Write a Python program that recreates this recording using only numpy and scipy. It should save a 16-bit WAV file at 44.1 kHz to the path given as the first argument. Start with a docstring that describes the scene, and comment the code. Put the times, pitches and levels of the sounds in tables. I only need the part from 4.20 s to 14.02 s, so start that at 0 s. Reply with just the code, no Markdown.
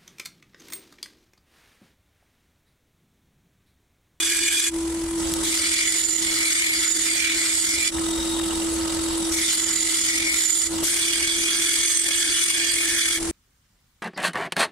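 """Blade on a belt sander

A steel blade moves to and fro on a narrow belt sander beside a humming dust extractor, heard from front and side.
The grit hisses as shaped noise and drives the blade's ringing modes; both throb some 43 times a second.
Taps, a brief buzz, frame resonances and idle noise surround them; from 9.1 s only the quiet workshop is left.
The recorder's gain control presses the hum down under the grinding."""
import sys
import numpy as np
from scipy import signal
from scipy.io import wavfile
from scipy.ndimage import uniform_filter1d

SR = 44100
rng = np.random.default_rng(int(sys.argv[2]) if len(sys.argv) > 2 else 0)


def inscribe(sig):
    """Save sig as 16-bit PCM at rate SR to the path in sys.argv[1].

    A 1-D sig is mono; a 2-D sig holds one channel per row.
    Samples are clipped to [-1, 1] before scaling.
    """
    pcm = np.round(np.clip(np.atleast_2d(sig).T, -1, 1) * 32767)
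    wavfile.write(sys.argv[1], SR, pcm.astype(np.int16))


N = 433062
STEP = 40
COARSE_S = np.arange(N // STEP + 2) * STEP / SR   # slow controls live on every 40th sample
QUIET_FROM_S = 9.112   # the machines stop sounding here
# All levels are those reaching the microphone, before its dip and the recorder's gain control.


def from_db(db):
    """Gain of a level in dB."""
    return 10 ** (np.asarray(db) / 20)


def fine(coarse):
    """A slow control at every sample."""
    return np.interp(np.arange(N) / SR, COARSE_S, coarse)


def at_hz(points, hz):
    """A table of (frequency [Hz], value) read on a log frequency axis."""
    points = np.array(points)
    return np.interp(np.log(hz), np.log(points[:, 0]), points[:, 1])


def drift(rate):
    """Slow chance of spread 1: noise through a double one-pole low-pass at this rate in Hz, run in."""
    r = np.exp(-2 * np.pi * rate * STEP / SR)
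    noise = rng.standard_normal(len(COARSE_S) + 2000)
    slow = signal.lfilter([1], [1, -2 * r, r * r], noise)[2000:]
    return slow / slow.std()


def resonate(x, hz, width_hz):
    """Noise of rms 1 through a two-pole resonance comes out with rms about 1."""
    r = np.exp(-np.pi * width_hz / SR)
    gain = np.sqrt((1 - r * r) / 2)
    poles = [1, -2 * r * np.cos(2 * np.pi * hz / SR), r * r]
    return signal.lfilter(gain * np.array([1, 0, -1]), poles, x)


def quarter_ahead(ring, hz):
    """A narrow ring a quarter cycle earlier, from its slope."""
    return np.gradient(ring, axis=-1) / np.sin(2 * np.pi * hz / SR)


# Microphone places in turn: (start [s], seen from the side [0-1], hum [Hz], hum left-right [dB],
# hum left lead [rad], third partial [dB re first], idle noise [dB], full hum shift under grinding [Hz])
PLACES = [(0, 0.01, 331, 0.5, -0.083, -22.5, -1, 3.0), (0.985, 0.53, 329.2, -2.1, -0.64, -36, 0.5, -0.7),
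          (6.631, 0.02, 331, -0.05, 0.55, -36, 4.5, 3.0)]
START, SIDE, HUM_HZ, HUM_PAN, HUM_LEAD, THIRD_DB, IDLE_OFFSET, HUM_SHIFT = range(8)


def by_place(column):
    """A column of the microphone places, held until the next place."""
    rows = np.array(PLACES)
    return rows[np.searchsorted(rows[:, START], COARSE_S, "right") - 1, column]


THROB_HZ, IDLE_THROB_DB, GRIND_THROB_DB = 42.996, 2, 1   # mean rate; mean swing either way
TICK_DB, TICK_SHARPNESS = 1.3, 14   # typical extra peak on a crest, and how narrow it is


def throb(depth_db):
    """A quick regular swell in dB, uneven in depth, its crests topped by sharp ticks of chance height."""
    turn = 2 * np.pi * THROB_HZ * COARSE_S + .5 * drift(1.4)
    cycle = np.abs(turn // (2 * np.pi)).astype(int)
    tick_db = TICK_DB * np.minimum(rng.exponential(1, len(turn)), 3)[cycle]
    crest = np.exp(TICK_SHARPNESS * (np.sin(turn) - 1))
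    return depth_db * (1 + .4 * drift(8.6)) * np.sin(turn) + tick_db * crest


TOUCH_S, LIFT_S, LIFTED_DB = 0.03, 0.025, -7.5   # landing and leaving time; curve value off the belt
# The blade resting on the belt, one curve for each contact:
# (time [s], grinding pressure [dB over the hum], contact place along the edge [-1 to 2])
CONTACTS = [
    [(0, 15, 0.1), (0.1, 14, 0.05), (0.2, 13, -0.035), (0.29, 17, -0.2), (0.4, 17, 0.05), (0.484, 16, 0.1)],
    [(1.255, 9, -0.052), (1.33, 12, -0.1), (1.63, 16.5, -0.5), (1.9, 12, 1.15), (2.1, 10, -0.054),
     (2.27, 18.5, -0.42), (2.52, 14, -0.42), (2.72, 16.5, 0.82), (3.04, 13.5, -0.75), (3.42, 16.5, 0.43),
     (3.57, 12, -0.56), (3.688, 16.5, -0.52)],
    [(5.14, 10, -0.071), (5.16, 5.5, -0.071), (5.19, 10.5, -0.1), (5.32, 19, -0.16), (5.45, 11, 0.63),
     (5.67, 12, 0.6), (5.86, 18, 0.027), (6.06, 10, -0.46), (6.22, 20, 0.37), (6.37, 18.5, 1.2),
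     (6.471, 12.5, 0.84)],
    [(6.655, 14, 0.6), (6.74, 17, 0.11), (6.92, 13, -0.7), (7.2, 12, -0.17), (7.54, 19, -0.0025),
     (7.81, 18, 0.89), (7.9, 13.5, -0.3), (7.98, 18.5, 0.22), (8.07, 15.5, -0.21), (8.25, 20, 0.65),
     (8.34, 15, -1.1), (8.6, 15.5, 0.053), (8.9, 15, -0.1), (8.975, 12, -0.22)],
]


def contact():
    """Pressure (dB) and place: the blade lands, follows its curve and lifts off."""
    rows = []
    for curve in CONTACTS:
        (first_s, _, first_place), (last_s, _, last_place) = curve[0], curve[-1]
        rows.append((first_s - TOUCH_S, LIFTED_DB, first_place))
        rows += curve
        rows.append((last_s + LIFT_S, LIFTED_DB, last_place))
    s, stroke_db, place = np.transpose(rows)
    return np.interp(COARSE_S, s, stroke_db), np.interp(COARSE_S, s, place)


RING_UP_S, RING_LATE_DB, BITE_DB = 0.09, -13, 5.5   # settling time; ringing and grit offsets on landing


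def landing():
    """1 as the blade lands, dying away while it settles; the first contact is already settled."""
    land_s = np.array([curve[0][0] - TOUCH_S for curve in CONTACTS[1:]])
    since_s = COARSE_S - land_s[:, None]
    return np.sum((since_s > 0) * np.exp(-np.abs(since_s) / RING_UP_S), axis=0)


# Colour of the grit hiss; only its shape counts: (frequency [Hz], density [dB per Hz])
GRIT_COLOUR = [(300, -45.5), (600, -20.5), (1100, -17.5), (2200, 3), (2600, -7.5), (3400, 1.5),
               (4000, -2.5), (5800, 1.5), (9500, 3.5), (10300, -3), (11300, -6), (11800, -11), (15700, -24)]
GRIT_DB = -5.5   # relative to the grinding pressure


def grit(pressure_db, off_db):
    """Noise layer of the grit scraping steel: it follows the pressure and bites hardest on landing."""
    return GRIT_COLOUR, pressure_db + GRIT_DB + BITE_DB * landing() + off_db, 2.0


BLADE_DB, BLADE_WANDER_DB = -19.5, 2.3   # relative to the pressure; spread of each mode's level
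# Pitches of the blade's modes: (frequency [Hz])
MODE_HZ = [1660, 2000, 2210, 2350, 2430, 2960, 3260, 3380, 3440, 3640, 4095, 4390, 4760, 5180, 5470, 6100,
           6430, 7010, 7190, 7600, 7700, 8015, 8260, 8370, 8980, 9280, 9680, 9960, 1350, 11450, 1790]
# One row for each mode: (width [Hz],
# from the front: level [dB at 60 Hz width], left-right [dB], right lead [rad], slope [dB per unit of place],
# from the side: the same four, then at the first microphone place: level [dB], right lead [rad])
MODES = [(90.0, -3.0, -1.0, 0.1, -3.0, -10.0, 0.5, -2.0, -1.0, 2.0, 0.0),
         (90.0, -8.5, -2.5, -3.0, -6.0, 0.5, 1.0, -0.0, -0.5, -8.5, 0.3),
         (53.0, 4.5, 5.0, -1.2, -2.0, 6.5, 2.0, 2.5, -9.0, 3.0, -0.5),
         (90.0, 7.0, 0.5, -2.8, -4.0, -4.5, -9.0, 2.1, -20.5, -4.5, -0.0),
         (50.0, 2.5, 5.5, -3.0, -3.0, -16.0, -7.5, 2.5, -7.5, 10.5, -0.1),
         (151.0, -3.5, -1.0, -0.8, -5.0, -6.0, -8.0, 0.2, -2.5, 0.5, 0.4),
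         (87.0, -1.0, -8.0, -0.5, -9.5, -14.0, -3.0, -1.3, -6.0, -13.5, 0.2),
         (72.0, 7.5, -7.5, -0.6, -2.0, -3.0, -0.5, -1.6, -3.0, 6.5, 0.1),
         (40.0, 2.0, -4.5, -0.2, -1.5, 3.5, 0.5, -1.4, -2.0, 11.0, 0.2),
         (61.0, -4.5, -5.0, -2.8, -1.0, -2.0, -8.0, -0.4, -4.0, -7.0, -0.5),
         (50.0, -0.5, -4.0, 2.8, -2.0, 3.5, 0.5, -0.1, -1.5, -4.0, -1.6),
         (60.0, 2.5, -4.0, -1.9, 1.0, -0.5, -1.5, -2.4, -3.0, 2.0, -3.0),
         (70.0, 3.0, -6.0, 0.1, -2.0, 4.5, 3.5, -0.7, 0.5, 2.5, -1.1),
         (40.0, -1.0, -3.0, -1.7, -1.5, -3.0, 3.5, -1.5, 2.0, -6.5, -2.9),
         (56.0, -1.5, -2.0, 1.3, 1.0, 0.0, 3.0, -1.4, -2.5, -12.5, -1.2),
         (44.0, 7.0, -6.5, -2.1, 3.0, -8.0, -4.0, 3.1, -3.0, 6.5, 0.2),
         (44.0, 2.5, -5.5, 1.8, 2.5, -0.5, 4.5, -2.9, -1.0, -11.5, 3.0),
         (46.0, -1.5, -3.0, 2.8, 1.5, 10.0, -12.5, -1.0, 8.5, 3.5, 0.7),
         (48.0, 2.0, -2.0, 1.7, 3.5, -7.5, -6.0, -1.6, 9.0, 11.0, 0.6),
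         (49.0, -4.0, -5.5, 2.7, -0.5, 2.5, -9.5, -2.2, 9.0, -1.0, -0.6),
         (90.0, -0.5, -6.5, 2.8, 5.0, -4.5, -5.5, -1.5, -3.5, 7.0, 2.1),
         (31.0, 6.5, -5.0, -0.5, 3.0, 6.0, -6.0, -2.5, 4.0, 7.5, -0.3),
         (48.0, 4.5, -4.0, -0.6, 3.0, 2.0, -3.0, 3.1, -2.5, 10.5, -2.8),
         (35.0, 2.0, -1.5, -0.5, 3.0, 2.0, -7.0, -1.3, -3.0, 2.5, -3.0),
         (80.0, 6.0, 1.5, -0.4, -0.5, 4.0, 3.5, 3.1, 1.0, 8.0, -3.1),
         (50.0, -1.0, 8.5, -0.5, -2.0, 1.0, -0.5, -0.1, 5.5, 2.5, -1.1),
         (140.0, 0.5, 7.0, 0.5, 8.0, -0.5, 4.0, 3.0, 2.0, -1.5, -1.4),
         (38.0, 2.5, 6.0, -0.5, 3.0, -0.5, 3.0, -2.3, 0.0, -0.5, 1.6),
         (200.0, -12, -1.0, 0.1, 0.3, -11, -2.5, 0.3, -0.3, -20, 0.1),
         (70.0, -9.5, 3.5, -1.3, 0.3, -8.5, 2.0, 0.4, 0.3, -1.0, -1.4),
         (90.0, -3.5, -1.5, -0.3, -1.5, -9.0, 0.7, 0.3, -1.5, -9.0, 0.1)]
# How alike the ringing is at left and right: (frequency [Hz], common share [0-1])
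BLADE_LIKENESS = [(1500, 0.98), (4000, 0.8), (10000, 0.6)]


def blade(pressure_db, place, side):
    """Grit noise drives every mode; the contact place favours some modes and mutes others."""
    out, drive = np.zeros((2, N)), rng.standard_normal((2, N))
    first_place = COARSE_S < PLACES[1][START]
    for hz, (width_hz, *seen) in zip(MODE_HZ, MODES):
        level_db, pan_db, lead, slope_db = np.where(side > .5, np.c_[seen[4:8]], np.c_[seen[:4]])
        level_db = np.where(first_place, seen[8], level_db)
        lead = np.where(first_place, seen[9], lead)
        level_db = level_db + BLADE_DB + pressure_db + 10 * np.log10(width_hz / 60)
        level_db += slope_db * place + BLADE_WANDER_DB * drift(9) + flares(hz)
        common, apart = stray(resonate(drive, hz, width_hz), hz)
        alike = np.clip(at_hz(BLADE_LIKENESS, hz), 0, 1)
        left, right = from_db(level_db + pan_db / 2), from_db(level_db - pan_db / 2)
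        turned = fine(right * np.cos(lead)) * common + fine(right * np.sin(lead)) * quarter_ahead(common, hz)
        out[0] += fine(left) * common
        out[1] += alike * turned + np.sqrt(1 - alike ** 2) * fine(right) * apart
    return out


# A mode sings out for a moment as the edge passes over the belt:
# (time [s], nearest mode [Hz], rise [dB], length [s], the bell's spread being 0.6 of it)
FLARES = [(1.44, 8370.0, 11.0, 0.08), (2.35, 6430.0, 11.0, 0.09), (2.35, 8370.0, 11.0, 0.11),
          (2.43, 2210.0, 8.0, 0.18), (2.96, 8370.0, 9.0, 0.13), (3.0, 6430.0, 10.0, 0.1),
          (3.04, 2350.0, 7.0, 0.19), (3.38, 8015.0, 11.0, 0.13), (5.24, 3640.0, 12.0, 0.07),
          (5.9, 6430.0, 12.0, 0.13), (6.11, 2210.0, 7.0, 0.25), (6.42, 8980.0, 9.0, 0.07),
          (7.09, 8260.0, 10.0, 0.11), (7.67, 6430.0, 10.0, 0.13), (7.76, 8260.0, 12.0, 0.21),
          (8.22, 8980.0, 7.0, 0.14), (8.46, 8260.0, 10.0, 0.1), (8.7, 1790.0, 5.0, 0.2)]


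def flares(hz):
    """The short bell-shaped swells of one mode, in dB."""
    s, flare_hz, rise_db, length_s = np.transpose(FLARES)[:, :, None]
    nearest_hz = np.array(MODE_HZ)[np.argmin(np.abs(flare_hz - MODE_HZ), axis=1)]
    swells_db = rise_db * np.exp(-.5 * ((COARSE_S - s) / (.6 * length_s)) ** 2)
    return np.sum(swells_db[nearest_hz == hz], axis=0)


BLADE_STRAY = 0.0012   # spread of each mode's pitch, as a share, as the grip and the contact change


def stray(ring, hz):
    """A narrow ring whose pitch wanders a little, by turning its phase."""
    turn = 2 * np.pi * np.cumsum(BLADE_STRAY * hz * drift(5)) * STEP / SR
    return fine(np.cos(turn)) * ring + fine(np.sin(turn)) * quarter_ahead(ring, hz)


HUM_DB, HUM_SECOND_DB = -26.5, -41   # mean hum level; second partial relative to the first
HUM_WAVER_HZ, HUM_FLUTTER_DB = 0.6, 1.2   # spread of pitch and of level
GRIND_FUZZ, FUZZ_FROM_DB = 0.055, 4.5   # roughness per dB of pressure above that level


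def extractor(stroke_db):
    """The fan motor sings at its shaft rate with two weak partials; the hum turns fuzzy under the grinding."""
    fuzz = np.clip(GRIND_FUZZ * (stroke_db - FUZZ_FROM_DB), 0, 1.2)
    shift_hz = by_place(HUM_SHIFT) * np.clip(fuzz, 0, .5) * 2
    hum_hz = by_place(HUM_HZ) + shift_hz + HUM_WAVER_HZ * drift(4)
    turn = 2 * np.pi * np.cumsum(fine(hum_hz)) / SR + fine(fuzz * drift(17))
    flutter = from_db(HUM_DB + HUM_FLUTTER_DB * drift(8.3))
    level = np.sqrt(2) * fine(flutter * (1 + 0.29 * fuzz * drift(30)))
    lead, pan = fine(by_place(HUM_LEAD)), fine(from_db(by_place(HUM_PAN) / 2))
    third_db = uniform_filter1d(by_place(THIRD_DB), round(.25 * SR / STEP), origin=round(.1 * SR / STEP))
    upper = from_db(HUM_SECOND_DB) * np.sin(2 * turn) + fine(from_db(third_db)) * np.sin(3 * turn)
    return level * (np.array([pan * np.sin(turn + lead), np.sin(turn) / pan]) + upper)


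# Resonances of the running machine, before the throb:
# (frequency [Hz], width [Hz], level from the front [dB over the hum], from the side [dB over the hum])
FRAME = [(67.2, 9, -16.5, -15), (199, 40, -26.5, -20), (550, 60, -34, -22), (906, 90, -26, -18),
         (1258, 44, -32, -19), (1977, 25, -30, -25), (7910, 400, -22, -8.5)]


def frame(side, throb_db):
    """Frame, table and bearings ring with the running belt, the high resonances throbbing most."""
    out, shake = np.zeros((2, N)), rng.standard_normal((2, N))
    for hz, width_hz, front_db, side_db in FRAME:
        mid, apart = resonate(shake, hz, width_hz)
        alike = np.clip(at_hz(LIKENESS, hz), 0, 1)
        level_db = HUM_DB + np.where(side > .5, side_db, front_db) + throb_db * min(hz / 2000, 1)
        out += fine(from_db(level_db)) * np.array([mid, alike * mid + np.sqrt(1 - alike ** 2) * apart])
    return out


TAP_WIDTH, TAP_CRACK = 0.47, 0.6   # width as a share of pitch; share of wide crack from 6 kHz up, less below
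# The blade taps the table: (time [s], peak level [dB], pitch [Hz], 60 dB decay of the blow [s])
TAPS = [(1.1378, -9, 5840, 0.02), (3.784, -19.5, 1700, 0.023), (4.197, -19, 1260, 0.019),
        (6.626, -23, 353, 0.03)]


def taps():
    """Short noisy knocks of steel on the table: decaying noise through a broad resonance."""
    out = np.zeros(N)
    for s, peak_db, hz, t60 in TAPS:
        t = np.arange(round(t60 * SR)) / SR
        burst = rng.standard_normal(len(t)) * from_db(-60 * t / t60)
        tick = resonate(burst, hz, TAP_WIDTH * hz) + TAP_CRACK * burst * min(hz / 6000, 1)
        start = round(s * SR)
        out[start:start + len(t)] += from_db(peak_db) * tick / np.abs(tick).max()
    return out


BUZZ_HZ, BUZZ_WIDTH_HZ, BUZZ_THROB_DB = 3743, 70, 4.5
# A loose part buzzes for a while: (time [s], level before throb and left-right lean [dB])
BUZZ = [(3.72, -46), (3.83, -41), (4.02, -37), (4.2, -40), (4.6, -50), (5.1, -41)]


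def buzz():
    """One narrow noise-driven ring leaning left, swelling at the throb rate."""
    s, level_db = np.transpose(BUZZ)
    level_db = np.interp(COARSE_S, s, level_db, left=-200, right=-200) + throb(BUZZ_THROB_DB)
    ring = resonate(rng.standard_normal(N), BUZZ_HZ, BUZZ_WIDTH_HZ)
    return fine(from_db(level_db)) * ring * from_db([[2.5], [-2.5]])


IDLE_FRONT_DB, IDLE_SIDE_DB = -7.5, -2.5   # over the hum, before throb and each place's offset
BLEND_S = 0.068   # one microphone place dissolves into the next
# Colour of the idle noise heard from the front: (frequency [Hz], density [dB per Hz])
IDLE_FRONT = [(25, -19.5), (70, -25.5), (150, -32), (250, -27.5), (450, -31), (970, -34.5), (1600, -35),
              (4160, -38), (9000, -31), (10200, -32.5), (11000, -47.5), (15700, -58)]
# Colour of the idle noise heard from the side: (frequency [Hz], density [dB per Hz])
IDLE_SIDE = [(25, -18), (70, -21.5), (150, -26.5), (300, -29), (480, -28), (800, -28.5), (2500, -33),
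             (3000, -27), (6000, -28.5), (10000, -27), (11000, -41), (15700, -51)]


def idle(side, idle_throb_db, off_db):
    """Two noise layers of the running machines, mixed by power as the microphone place turns."""
    blend = uniform_filter1d(side, round(BLEND_S * SR / STEP)) + 1e-9
    idle_db = HUM_DB + by_place(IDLE_OFFSET) + idle_throb_db + off_db
    front_db = idle_db + IDLE_FRONT_DB + 10 * np.log10(np.abs(1 - blend))
    side_db = idle_db + IDLE_SIDE_DB + 10 * np.log10(np.abs(blend))
    return [(IDLE_FRONT, front_db, 1.0), (IDLE_SIDE, side_db, 1.8)]


QUIET_DB = -64   # before its patchy wander
# Colour of the quiet workshop: (frequency [Hz], density [dB per Hz])
QUIET = [(15, -31), (25, -2), (91, -5.5), (210, -14), (568, -27), (1310, -21), (8160, -25.5), (13600, -34),
         (15600, -25.5)]


def workshop():
    """Noise layer of the quiet room, always present under the machines."""
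    return QUIET, np.full(len(COARSE_S), QUIET_DB), 1.0


# How alike left and right are: (frequency [Hz], likeness [0-1])
LIKENESS = [(60, 0.99), (150, 1), (380, 0.48), (950, 0.38), (2380, 0.21), (5980, 0.14)]
# Stereo lean of the noise: (frequency [Hz], left-right [dB])
LEAN = [(60, -0.5), (130, 1), (290, -2.5), (640, 7), (1410, -1.5), (3100, -3), (6820, 0), (15000, 5.5)]


def hiss(layers):
    """Bands of stereo noise; each layer (colour, dB curve, patchy dB) adds its power to every band."""
    out = np.zeros((2, N))
    edges = np.r_[np.geomspace(25, 2000, 14), np.geomspace(2350, 16000, 15)]
    centres = np.sqrt(edges[1:] * edges[:-1])
    shares = [from_db(at_hz(colour, centres)) ** 2 * np.diff(edges) for colour, _, _ in layers]
    white = rng.standard_normal((2, 2, N))      # neighbouring bands get unrelated noise
    for k, hz in enumerate(centres):
        band = signal.butter(2, edges[k:k + 2], "band", fs=SR, output="sos")
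        to_unit = np.sqrt(SR / 2 / (edges[k + 1] - edges[k]))
        mid, apart = signal.sosfilt(band, white[k % 2]) * to_unit
        patch = 0.76 * drift(4) + 1.2 * drift(30)
        power = 0
        for share, (_, level_db, patchy_db) in zip(shares, layers):
            power = power + share[k] / share.sum() * from_db(level_db + patchy_db * patch) ** 2
        alike, lean = np.clip(at_hz(LIKENESS, hz), -1, 1), from_db(at_hz(LEAN, hz) / 2)
        pair = np.sqrt(1 + alike) * mid + np.sqrt(1 - alike) * apart * [[1], [-1]]
        out += fine(np.sqrt(power / 2)) * pair * [[lean], [1 / lean]]
    return out


CHATTER_DB = 1.5   # spread of the quick uneven grinding level


def scene():
    """Machines and grinding until they cut off, then the quiet workshop."""
    stroke_db, place = contact()
    side, running = by_place(SIDE), COARSE_S < QUIET_FROM_S
    lifted_db = 2 * np.minimum(stroke_db, 0)      # off the belt the grinding drops further
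    pressure_db = HUM_DB + stroke_db + lifted_db + throb(GRIND_THROB_DB) + CHATTER_DB * drift(25)
    idle_throb_db, off_db = throb(IDLE_THROB_DB), np.where(running, 0, -200)
    steel = blade(pressure_db + RING_LATE_DB * landing(), place, side) + taps()
    machines = extractor(stroke_db) + frame(side, idle_throb_db) + buzz()
    noise = hiss([grit(pressure_db, off_db), *idle(side, idle_throb_db, off_db), workshop()])
    return noise + fine(running) * (steel + machines)


DIP_HZ, DIP_WIDTH_HZ, DIP_SHARE = 2590, 220, 0.4   # a narrow dip in the microphone's colour
KNEE_DB, SQUEEZE = -24, 0.8   # threshold, and dB taken off per dB over it
SENSE_S, RELEASE_DB_S = 0.002524, 301.5   # smoothing time; fall of the held over-level
CUTOFF_HZ = 15650


def record(dry):
    """Microphone dip, then gain control that bites in a few ms and lets go steadily, then a steep top cut."""
    dry = dry - DIP_SHARE * signal.lfilter(*signal.iirpeak(DIP_HZ, DIP_HZ / DIP_WIDTH_HZ, SR), dry)
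    r = np.exp(-1 / (SENSE_S * SR))
    smoother = [1 - r], [1, -r]
    power = np.mean(dry ** 2, axis=0)
    sensed = signal.lfilter(*smoother, power, zi=[power[:SR // 20].mean()])[0]
    level_db = 10 * np.log10(sensed + 1e-12)
    # hold each peak over the knee and let it fall at the release rate
    fall = RELEASE_DB_S * np.arange(N) / SR
    over_db = np.maximum.accumulate(np.maximum(level_db - KNEE_DB, 0) + fall) - fall
    cut_db = SQUEEZE * signal.lfilter(*smoother, over_db, zi=over_db[:1])[0]
    wet = dry * from_db(-cut_db)
    return signal.sosfilt(signal.ellip(12, .5, 70, CUTOFF_HZ, fs=SR, output="sos"), wet)


dry = scene()
out = record(dry)
inscribe(out)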